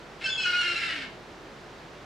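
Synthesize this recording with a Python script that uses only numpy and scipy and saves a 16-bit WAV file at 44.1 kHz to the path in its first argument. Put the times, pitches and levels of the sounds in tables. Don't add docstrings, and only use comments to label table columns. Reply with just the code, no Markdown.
import sys
import numpy as np
from scipy import signal
from scipy.fft import rfft, irfft, next_fast_len
from scipy.io import wavfile
from scipy.ndimage import map_coordinates

SR = 44100
rng = np.random.default_rng(int(sys.argv[2]) if len(sys.argv) > 2 else 0)


def bounce(signal):
    frames = np.transpose(np.atleast_2d(signal))
    limited = np.clip(frames, -1, 1)
    pcm = np.round(limited * 32767).astype(np.int16)
    wavfile.write(sys.argv[1], SR, pcm)


N = 90404

# frequency_hz, gain_db
VENT_SPECTRUM = [(25, -16), (60, -6), (100, -4), (140, -1), (200, -2.5), (280, -2.5), (370, 0), (520, -2.5),
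                 (700, -4), (1000, -6), (1500, -7.5), (2200, -12), (4400, -18), (7000, -27), (10000, -37.5),
                 (15500, -44.5)]
# frequency_hz, correlation
VENT_CORRELATION = [(60, 0.89), (180, 0.93), (550, 0.9), (1650, 0.56), (4970, 0.74), (15000, 0.13)]
# pitch_hz, level_db
FAN_HUM = [(41, -63.5), (82, -70), (366, -63.5)]
# frequency_hz, decay_s
PEN_DECAY = [(300, 0.36), (2700, 0.41), (6000, 0.34), (12000, 0.24)]

# time_s, level_db
RASP_LEVEL = [(.195, -54.5), (.228, -30.5), (.245, -36), (.29, -42), (.35, -55), (.42, -43), (.5, -40),
              (.6, -38.5), (.66, -35.5), (.78, -36), (.89, -34), (.97, -33.5), (1.0, -38), (1.03, -33.5),
              (1.06, -50.5), (1.095, -72)]
# frequency_hz, gain_db
THROAT_RESPONSE = [(600, -55.5), (1150, -24), (1350, -6), (1490, -8), (1620, -3), (1780, -3.5), (1950, -13),
                   (2170, 1.5), (2440, -9), (2780, -2.5), (3400, -10.5), (4100, -13), (4800, -15.5),
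                   (5550, -18), (6100, -27), (7200, -26), (8600, -30.5), (11000, -40), (15000, -60.5)]
# time_s, gain_db
RASP_TREBLE = [(.2, -3), (.25, 0.5), (.5, 7), (.72, 3.5), (.9, 0.5), (1.04, -7)]
# start_s, end_s, first_pitch_hz, last_pitch_hz, level_db, upper_partials_db
WHISTLE_NOTES = [(0.237, 0.278, 2667, 2620, -28, -0.5), (0.286, 0.312, 2623, 2635, -41.5, 8),
                 (0.288, 0.341, 3406, 3510, -33.5, -2.5), (0.323, 0.368, 3375, 3320, -30, -10.5),
                 (0.374, 0.441, 2644, 2561, -30.5, 1), (0.406, 0.447, 3340, 3253, -37, -7.5)]
# whistle_multiple, low_voice_multiple, gain_db
WHISTLE_PARTIALS = [(1, 0, -2), (2, 0, -10.5), (3, 0, -23.5), (1, 1, -10.5), (2, 1, -24.5)]
# quarter_multiple, gain_db
SUBHARMONIC_LINES = [(5, -7.5), (6, -4.5), (7, -6.5), (9, -6.5), (10, -28), (11, -6), (13, -11), (14, -22),
                     (15, -13.5)]
# time_s, level_db
SUBHARMONIC_LEVEL = [(.42, -70), (.46, -39.5), (.51, -42), (.55, -32.5), (.585, -58), (.65, -36.5),
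                     (.76, -44), (.815, -38), (.85, -45), (.9, -35.5), (.95, -43)]
# time_s, level_db
UNDERTONE_LEVEL = [(.38, -53), (.58, -67.5), (.65, -52.5), (.9, -63.5), (.98, -47), (1.07, -53.5)]
# time_s, pitch_hz
VOICE_PITCH = [(.24, 1567), (.30, 1535), (.40, 1503), (.47, 1443), (.595, 1431), (.625, 1379), (.665, 1412),
               (.72, 1367), (.80, 1356), (.89, 1340), (.98, 1148), (1.06, 978)]
# time_s, level_db
VOICE_LEVEL = [(.235, -68), (.262, -31), (.305, -43.5), (.33, -62), (.385, -49.5), (.405, -33.5),
               (.432, -44.5), (.458, -27.5), (.505, -29.5), (.53, -31.5), (.575, -33), (.62, -32),
               (.652, -42.5), (.675, -34.5), (.71, -36), (.735, -44.5), (.765, -31.5), (.805, -49),
               (.835, -37.5), (.89, -38.5), (.94, -76)]
# multiple, gain_db
VOICE_OVERTONES = [(2, -1), (3, -10.5), (4, -19.5), (5, -27), (6, -32.5)]
# time_s, gain_db
VOICE_BRIGHTNESS = [(.27, 1), (.31, 3), (.38, -9), (.425, 7.5), (.46, -5.5), (.54, -0.5), (.62, 3.5),
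                    (.78, 7), (.9, 2)]

VENT_DB, ROOM_DB, CALL_DB = -46, -3.5, -3.0
VENT_PAN_DB, BIRD_PAN_DB = -0.5, 0.2
RASP_RATE_HZ, RASP_GAP_SCATTER, RASP_SIZE_SCATTER_DB, RASP_TREBLE_HZ = 520, .5, 1, 6000
PUFF_DECAY_S, PUFF_SHARE = 0.003, 0.62
WHISTLE_ATTACK_S, WHISTLE_RELEASE_S, WHISTLE_TOP_HZ = 0.0059, 0.0065, 8220
MIC_TOP_HZ = 15700


def amp(db):
    return 10 ** (np.asarray(db) / 20)


def unit(x):
    return x / np.sqrt(np.mean(x ** 2) + 1e-20)


def along(points, hz):
    f, v = np.transpose(points)
    return np.interp(np.log(hz + 1), np.log(f + 1), v)


def curve(rows):
    return np.interp(np.arange(N) / SR, *np.transpose(rows))


def level(rows):
    s, db = np.transpose(rows)
    return amp(np.interp(np.arange(N) / SR, s, db, left=-np.inf, right=-np.inf))


def wobble(rate):
    return map_coordinates(rng.standard_normal(N // 4), [np.arange(N) * rate / SR], mode="wrap")


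def phase_of(hz):
    return 2 * np.pi * np.cumsum(hz) / SR


def filtered(x, response):
    size = next_fast_len(N + SR // 2)
    return irfft(rfft(x, size) * response(np.fft.rfftfreq(size, 1 / SR)), size)[..., :N]


def resonate(x, points):
    size = 4096
    cepstrum = irfft(np.log(amp(along(points, np.fft.rfftfreq(size, 1 / SR)))))
    cepstrum[1:size // 2] *= 2
    cepstrum[size // 2 + 1:] = 0
    return signal.fftconvolve(x, irfft(np.exp(rfft(cepstrum))))[:N]


def ventilation():
    def mid_side_gains(hz):
        angle = np.arccos(along(VENT_CORRELATION, hz)) / 2
        return amp(along(VENT_SPECTRUM, hz)) * [np.cos(angle), np.sin(angle)]

    mid, side = filtered(rng.standard_normal((2, N)), mid_side_gains)
    air = np.array([mid + side, mid - side]) * amp([[VENT_PAN_DB], [-VENT_PAN_DB]])
    hum = sum(amp(db) * np.sin(phase_of(hz * (1 + 0.0189 * wobble(12)))) for hz, db in FAN_HUM)
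    return amp(VENT_DB) * unit(air) + np.sqrt(2) * hum


def pen_walls(call, width, delay_samples):
    hz, t, noise = signal.stft(rng.standard_normal((2, SR // 2)), SR, nperseg=256)
    decay = np.exp(-np.log(1000) * t / along(PEN_DECAY, hz)[:, None])
    tail = signal.istft(noise * decay, SR, nperseg=256)[1]
    delayed = np.pad(call, (delay_samples, 0))[None]
    mid, side = signal.fftconvolve(delayed, tail / np.linalg.norm(tail[0]), axes=1)[:, :N]
    return np.array([mid + width * side, mid - width * side])


def rasp(croak_db, croak_hz):
    croaks = amp(croak_db * wobble(croak_hz))
    gap_draw, size_draw = rng.standard_normal((1500, 2)).T
    onsets_s = np.cumsum(np.exp(RASP_GAP_SCATTER * gap_draw)) / RASP_RATE_HZ
    pulses = np.bincount(np.round(onsets_s * SR).astype(int), amp(RASP_SIZE_SCATTER_DB * size_draw), N)
    pulses = pulses[:N]
    puff_envelope = signal.lfilter([1], [1, -np.exp(-1 / (SR * PUFF_DECAY_S))], pulses)
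    puffs = puff_envelope * rng.standard_normal(N)
    ring = np.sqrt(1 - PUFF_SHARE) * unit(resonate(pulses, THROAT_RESPONSE))
    breath = np.sqrt(PUFF_SHARE) * unit(resonate(puffs, THROAT_RESPONSE))
    sound = croaks * level(RASP_LEVEL) * (ring + breath)
    body = filtered(sound, lambda hz: 1 / (1 + (hz / RASP_TREBLE_HZ) ** 4))
    return body + amp(curve(RASP_TREBLE)) * (sound - body)


def whistle(low_phase, jitter, flutter_db):
    t, notes = np.arange(N) / SR, np.zeros(N)
    for start, end, first_hz, last_hz, db, upper_db in WHISTLE_NOTES:
        glide_hz = curve([(start, first_hz), (end, last_hz)])
        phase = phase_of(glide_hz * (1 + jitter * wobble(600)))
        attack = np.clip((t - start) / WHISTLE_ATTACK_S, 0, 1)
        release = np.clip(1 - (t - end) / WHISTLE_RELEASE_S, 0, 1)
        upper = sum(amp(partial_db + flutter_db * wobble(199.7)) * np.sin(k * phase + j * low_phase)
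                    for k, j, partial_db in WHISTLE_PARTIALS[1:])
        tone = unit(np.sin(phase) + amp(upper_db) * upper)
        notes += attack * release * amp(db + flutter_db * wobble(150.2)) * tone
    return filtered(notes, lambda hz: 1 / (1 + (hz / WHISTLE_TOP_HZ) ** 20))


def subharmonics(low_phase, smear_rad, flutter_db):
    quarter = low_phase / 4
    lines = sum(amp(db + flutter_db * wobble(89.54)) * np.sin(k * quarter + smear_rad * wobble(200))
                for k, db in SUBHARMONIC_LINES)
    return np.sqrt(2) * (level(SUBHARMONIC_LEVEL) * lines + level(UNDERTONE_LEVEL) * np.sin(quarter))


def low_voice(phase, flutter_db, flutter_hz):
    overtones = sum(amp(db) * np.sin(k * phase) for k, db in VOICE_OVERTONES)
    brightness = amp(curve(VOICE_BRIGHTNESS) + flutter_db * wobble(flutter_hz))
    envelope = level(VOICE_LEVEL) * amp(flutter_db / 2 * wobble(flutter_hz))
    return np.sqrt(2) * envelope * (np.sin(phase) + brightness * overtones)


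def gannet(jitter, rasp_jitter, hoarse_rad):
    roughness = level(RASP_LEVEL) / level(RASP_LEVEL).max()
    waver = 1 + jitter * wobble(110) + rasp_jitter * roughness * wobble(700)
    phase = phase_of(curve(VOICE_PITCH) * waver) + hoarse_rad * wobble(1300)
    return (rasp(croak_db=0.9, croak_hz=110.3)
            + low_voice(phase, flutter_db=2.5, flutter_hz=150)
            + subharmonics(phase, smear_rad=0.27, flutter_db=4.5)
            + whistle(phase, jitter=0.0059, flutter_db=2.34))


def scene():
    call = amp(CALL_DB) * gannet(jitter=0.012, rasp_jitter=0.0194, hoarse_rad=0.11)
    direct = call * amp([[BIRD_PAN_DB], [-BIRD_PAN_DB]])
    walls = amp(ROOM_DB) * pen_walls(call, width=0.6, delay_samples=130)
    return direct + walls + ventilation()


def record(dry):
    return filtered(dry, lambda hz: (hz < MIC_TOP_HZ) * amp(along([(26, -19), (38, 0.5)], hz)))


dry = scene()
out = record(dry)
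bounce(out)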